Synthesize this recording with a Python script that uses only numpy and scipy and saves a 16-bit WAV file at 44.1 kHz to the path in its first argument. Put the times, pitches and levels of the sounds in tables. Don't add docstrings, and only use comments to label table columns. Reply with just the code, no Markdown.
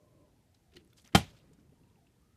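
import sys
import numpy as np
from scipy import signal
from scipy.io import wavfile

SR = 44100
rng = np.random.default_rng(int(sys.argv[2]) if len(sys.argv) > 2 else 0)


def waveform_to_disk(signal):
    frames = np.transpose(np.atleast_2d(signal))
    scaled = np.clip(frames, -1, 1) * 32767
    samples = np.round(scaled).astype(np.int16)
    wavfile.write(sys.argv[1], SR, samples)


def gain_from_db(level_db):
    decades = np.asarray(level_db, float) / 20
    return 10 ** decades


N = 104384
T = np.arange(N) / SR

# t/s, level/dB
BASE_TOUCHES = [
    (1.1478, -22.5),
    (1.1494, -9),
    (1.1522, -9),
    (1.1552, -9.5),
    (1.1613, -16.5),
]
# t/s, level/dB
WEIGHT_PUSHES = [
    (1.1481, -27.5),
    (1.1503, -14),
    (1.1552, -28),
    (1.1602, -25),
    (1.183, -34),
    (1.212, -40.5),
]
# f/Hz, level/dB, t60/s
BOARD_MODES = [(54.6, -27.5, 0.14), (88, -18, 0.2), (100, -18, .16), (139, -15, .2), (173, -.5, .075),
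               (206.5, -1.5, .07), (273, -8, 0.077), (321, -7, 0.07), (405, -12, .06), (452, -7, 0.08),
               (740, 2.5, .04), (774, -11, .17), (790, 10.5, 0.035), (996, -6, .06)]
# f/Hz, level/dB, t60/s
WALL_MODES = [(880, -6, 0.032), (1056, -16, 0.04), (1160, -13, .03), (1255, -5, 0.035), (1422, -14, 0.07),
              (1497, -12.5, .05), (1886, -12, 0.05), (2137, -9.5, 0.034), (2330, -11, 0.017),
              (2680, -10, 0.031), (3080, -7.5, 0.041), (3126, -8, .06), (3590, -11.5, 0.019),
              (4190, -19, 0.036), (4750, -10, 0.0031)]
# f/Hz, density level/dB per Hz
CRUNCH_SPECTRUM = [(650, -31.5), (1100, -8), (2350, -6.5), (3140, -6.5), (8000, -14), (11300, -22),
                   (14100, -25.5), (15800, -34.5)]
# f/Hz, density level/dB per Hz
ECHO_SPECTRUM = [(29, -43.5), (50, -8), (151, -5.5), (513, -22), (753, -12), (1080, -21.5), (3030, -20),
                 (12800, -32), (15500, -43.5)]
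# f/Hz, t60/s
ECHO_DECAY = [(60, 0.27), (150, 0.33), (400, 0.17), (1000, 0.15), (3000, 0.2), (8000, .15), (14000, 0.088)]
# t/s, length/s, level/dB, centre f/Hz
WATER_SLAPS = [(0.717, 0.016, -74, 2800), (0.734, 0.017, -68.5, 3650), (0.756, 0.006, -63.5, 4060),
               (0.763, 0.01, -59.5, 2930), (0.767, 0.073, -74.5, 2760), (0.962, 0.04, -69, 6130),
               (.975, 0.034, -70.5, 4600), (.99, 0.058, -73, 8000), (1.038, 0.05, -76, 9000),
               (0.899, 0.011, -75.5, 5500), (1.041, 0.015, -69, 3500), (1.057, 0.009, -69.5, 2800),
               (1.062, 0.053, -70, 1870), (1.119, 0.032, -66, 1820), (1.367, 0.017, -70.5, 3780),
               (1.386, 0.0053, -75, 5450), (1.53, 0.009, -72.5, 6300), (2.066, .012, -77, 3500),
               (1.595, 0.0061, -73.5, 4020), (0.544, 0.0057, -71, 5000)]
# t/s, peak level/dB, f/Hz
SINGLE_DROPS = [(0.548, -57, 4110), (.738, -58, 3700), (0.7574, -61, 4500), (0.7682, -44, 4230),
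                (0.7695, -45, 2880), (.7688, -56, 1920), (0.7715, -45.5, 3100), (0.781, -55.5, 4200),
                (.792, -70, 4600), (.848, -57, 10600), (0.876, -58, 8250), (.928, -62, 1430),
                (.9285, -62, 2200), (.932, -55, 3520), (.9325, -57, 13980), (.981, -58, 7600),
                (0.9842, -57, 5100), (1.049, -57, 3300), (1.0505, -55, 5800), (1.128, -55, 3000),
                (0.977, -55, 4960), (0.985, -55, 3180), (0.998, -57, 3330), (1.019, -57, 9500),
                (1.051, -53.5, 7600), (1.06, -50.5, 3200), (1.076, -46, 6130), (1.088, -61, 5030),
                (1.203, -40, 3100), (1.278, -54.5, 3300), (1.303, -52, 3180), (1.311, -56, 6500),
                (1.366, -56, 4300), (1.369, -58, 3290), (1.379, -62, 3500), (1.4, -61, 2770),
                (1.535, -56, 7010), (1.589, -66.5, 1500), (1.695, -69, 2620), (1.835, -65, 2705),
                (1.9, -66, 3492), (1.957, -63, 2672), (2.069, -64, 2720), (2.22, -63.5, 9000)]
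# t/s, level/dB, f/Hz
AIR_GLUGS = [(.731, -60.5, 400), (0.752, -53, 381), (.759, -53, 323), (0.7709, -45.5, 349),
             (.785, -55.5, 200), (0.807, -60, 420), (0.828, -64, 321), (.815, -57, 320), (.86, -64, 341),
             (1.043, -59.5, 247), (1.053, -60.5, 777), (1.138, -42, 307.7), (1.44, -63.5, 522.4),
             (1.52, -58, 164.7), (1.511, -59, 430), (1.5, -54.5, 277), (1.586, -57, 298.6),
             (1.592, -60, 479.6), (1.69, -59, 150), (1.722, -58.5, 440), (1.725, -59.5, 278),
             (1.728, -63, 593), (1.815, -61.5, 260), (1.809, -63.5, 443), (1.86, -64.5, 229),
             (1.871, -64.5, 450), (1.91, -64.5, 450), (1.95, -60.5, 181.5), (2.079, -67, 309),
             (2.286, -63.5, 320)]
# t/s, f/Hz, level/dB
SWAY_TRACK = [(0, 599.3, -74), (.25, 579.8, -72), (.31, 516.4, -81), (.45, 501, -100)]
# frequency ratio/1, level/dB
SWAY_PARTIALS = [(.53, -1.5), (.74, -4.5), (1.0, 0.5), (1.75, -7.5)]
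# t/s, f/Hz, level/dB
SWING_TRACK = [(.27, 560, -90), (.32, 680, -84), (.36, 860, -82), (.42, 970, -85.5), (.48, 670, -82.5),
               (.53, 740, -80.5), (.6, 950, -87), (.65, 760, -85.5), (.76, 720, -79)]
# t/s, f/Hz, level/dB
ROCKING_TRACK = [(1.6, 600, -95), (1.68, 680, -85), (1.79, 920, -83), (1.94, 1059, -83.5),
                 (1.98, 859.5, -77), (2.039, 680, -83.5), (2.12, 800, -89), (2.22, 1230, -84.5),
                 (2.37, 1355, -86)]
# f/Hz, density level/dB per Hz
FROTH_SPECTRUM = [(180, -45.5), (300, -6.5), (354, -5.5), (446, -1), (835, -8), (3180, -9), (15500, -29.5)]
# f/Hz, density level/dB per Hz
RUMBLE_SPECTRUM = [(12, -47), (20, -17.5), (81, 2.5), (174, -3), (332, -10), (449, -13), (549, -20.5),
                   (672, -18.5), (2500, -38), (3250, -69), (5500, -120)]
# t/s, level/dB
RUMBLE_TRACK = [(0, -67.5), (.31, -66.5), (0.5, -69.5), (.64, -70.5), (.8, -66), (1.1, -69.5), (1.3, -63),
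                (1.45, -63), (1.548, -66), (1.75, -66.5), (1.94, -67), (2.37, -69.5)]
# f/Hz, density level/dB per Hz
HISS_SPECTRUM = [(880, -28), (1500, -2.5), (2590, -3.5), (4020, -4.5), (11000, -8), (15500, -16.5)]


def rms_one(x):
    return x / np.sqrt(np.mean(x ** 2) + 1e-20)


def at_hz(points, hz):
    table_hz, values = np.array(points).T[:2]
    return np.interp(np.log(hz), np.log(table_hz), values)


def drift(rate):
    hop = 40
    r = np.exp(-2 * np.pi * rate * hop / SR)
    noise = rng.standard_normal(N // hop + 2002)
    slow = signal.lfilter([1], [1, -2 * r, r * r], noise)[2000:]
    return np.interp(np.arange(N) / hop, np.arange(len(slow)), rms_one(slow))


def ring(clicks, hz, t60):
    r = gain_from_db(-60 / (t60 * SR))
    w = 2 * np.pi * hz / SR
    return signal.lfilter([0, np.sin(w)], [1, -2 * r * np.cos(w), r * r], clicks + 1e-18)


def clicks_at(s, db):
    out = np.zeros(N)
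    out[(np.atleast_1d(s) * SR).astype(int)] = gain_from_db(db)
    return out


def swell(start, rise, hold, t60):
    attack = np.clip((T - start) / rise, 0, 1)
    return attack * gain_from_db(-60 * np.maximum(T - start - rise - hold, 0) / t60)


def grains(rate, spread_db):
    sizes = gain_from_db(spread_db * np.minimum(rng.exponential(1, N), 4)) * rng.choice([-1, 1], N)
    return rms_one(sizes * (rng.random(N) < rate / SR))


def banded(spectrum, white, patchy_db, shape=lambda hz: 1):
    edges = 25 * 2 ** np.arange(0, 9.4, 1 / 3)
    edges = edges[(edges > spectrum[0][0] * .9) & (edges < spectrum[-1][0] * 1.2)]
    out, power = 0, 0
    for k, (low, high) in enumerate(zip(edges, edges[1:])):
        hz = np.sqrt(low * high)
        band_pass = signal.butter(2, [low, high], "band", fs=SR, output="sos")
        band = signal.sosfilt(band_pass, white[k % 2])
        gain = gain_from_db(at_hz(spectrum, hz))
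        flicker = gain_from_db(patchy_db * drift(14))
        out = out + gain * flicker * band * shape(hz)
        power += gain ** 2 * (high - low) / (SR / 2)
    return out / np.sqrt(power)


def boards():
    push = signal.lfilter(*signal.butter(2, 426, fs=SR), clicks_at(*np.transpose(WEIGHT_PUSHES)))
    return sum(gain_from_db(db) * ring(push, hz, t60) for hz, db, t60 in BOARD_MODES)


def wall():
    s, db = np.transpose(BASE_TOUCHES)
    out = np.zeros(N)
    for hz, mode_db, t60 in WALL_MODES:
        uneven_db = 2.5 * rng.normal(0, 1, len(s))
        out += ring(clicks_at(s, db + mode_db - 8 + uneven_db), hz, t60)
    return out


def crunch():
    grit = [grains(8300, 1.3), grains(8300, 0.99)]
    burst = swell(1.1478, rise=.004, hold=.008, t60=0.021)
    return gain_from_db(-22) * burst * banded(CRUNCH_SPECTRUM, grit, patchy_db=0.55)


def landing():
    gap_hz, gap_width_hz, gap_depth = 608, 110, 0.42
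    high_pass = signal.butter(4, 80, "high", fs=SR, output="sos")
    struck = signal.sosfilt(high_pass, boards() + wall())
    gap = signal.lfilter(*signal.iirpeak(gap_hz, gap_hz / gap_width_hz, fs=SR), struck)
    return struck - gap_depth * gap + crunch()


def room_echo():
    def dying(hz):
        return swell(1.152, rise=0.014, hold=0.01, t60=at_hz(ECHO_DECAY, hz))

    reflections = [grains(7000, 2.5), grains(7000, 2.5)]
    return gain_from_db(-31.5) * banded(ECHO_SPECTRUM, reflections, patchy_db=0.73, shape=dying)


def drops():
    out = np.zeros(N)
    noise = signal.lfilter(*signal.butter(1, 1500, "high", fs=SR), rng.standard_normal(N))
    for s, peak_db, hz in SINGLE_DROPS:
        db = peak_db - 3
        out += ring(clicks_at(s, db), hz, t60=45 / hz)
        snap = gain_from_db(db - 6) * noise * swell(s, 0.00027, 0, 0.0069)
        snap_top_hz = min(1.6 * hz, 15000)
        out += signal.lfilter(*signal.butter(1, snap_top_hz, fs=SR), snap)
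    return out


def glugs():
    out, noise = np.zeros(N), rng.standard_normal(N)
    for s, db, hz in AIR_GLUGS:
        turbulence = gain_from_db(db - 22.0) * noise * swell(s, 0.0011, 0, 0.012)
        stir = clicks_at(s, db + 3.0) + turbulence
        rung = ring(stir, hz, t60=23 / hz)
        out += signal.lfilter(*signal.butter(1, 0.78 * hz, fs=SR), rung)
    return out


def slaps():
    octaves, skirt, cycles = .6, gain_from_db(-13.5), 17
    spray = grains(9900, 2.5)
    pitches = np.geomspace(600, 14000, 24)
    dealt = rng.integers(0, 24, N)
    shapes = [gain_from_db(db) * swell(s, 0.24 * length, 0.41 * length, .04) for s, length, db, _ in WATER_SLAPS]
    out = np.zeros(N)
    for k, hz in enumerate(pitches):
        near = [np.exp(-.5 * (np.log2(hz / centre) / octaves) ** 2) + skirt
                for _, _, _, centre in WATER_SLAPS]
        droplets = rms_one(ring(spray * (dealt == k), hz, cycles / hz))
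        out += np.dot(near, shapes) * droplets / 3
    return out


def hollow(track, partials, width):
    s, hz, db = np.transpose(track)
    phase = 2 * np.pi * np.cumsum(np.interp(T, s, hz)) / SR
    lines = 0
    for ratio, line_db in partials:
        line = drift(width) * np.cos(ratio * phase) + drift(width) * np.sin(ratio * phase)
        lines = lines + gain_from_db(line_db) * line
    return gain_from_db(np.interp(T, s, db, right=-120)) * lines


def bottle_air():
    sway = hollow(SWAY_TRACK, SWAY_PARTIALS, width=45)
    single = [(0.97, 0.0039)]
    return sway + hollow(SWING_TRACK, single, width=62) + hollow(ROCKING_TRACK, single, width=62)


def froth():
    fizz = [grains(2200, 3.5), grains(2200, 3.5)]
    fading = swell(1.17, rise=0.065, hold=0, t60=0.694)
    return gain_from_db(-59.5) * fading * banded(FROTH_SPECTRUM, fizz, patchy_db=2.5)


def house():
    s, db = np.transpose(RUMBLE_TRACK)
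    rumble = banded(RUMBLE_SPECTRUM, rng.standard_normal((2, N)), patchy_db=1.5)
    hiss = banded(HISS_SPECTRUM, rng.standard_normal((2, N)), patchy_db=0.58)
    return gain_from_db(np.interp(T, s, db)) * rumble + gain_from_db(-80) * hiss


def scene():
    air = bottle_air()
    impact = landing() + room_echo()
    water = froth() + slaps() + drops() + glugs()
    return (air + impact + water + house())[None, :]


def band_limit(x):
    return signal.sosfilt(signal.butter(12, 16130, fs=SR, output="sos"), x)


def record(dry):
    overload = 0.9
    rounded = overload * np.tanh(dry / overload)
    low_pass = signal.cheby2(10, 60, 16300, fs=SR, output="sos")
    mix = signal.sosfilt(low_pass, rounded)
    return band_limit(mix)


dry = scene()
out = record(dry)
waveform_to_disk(out)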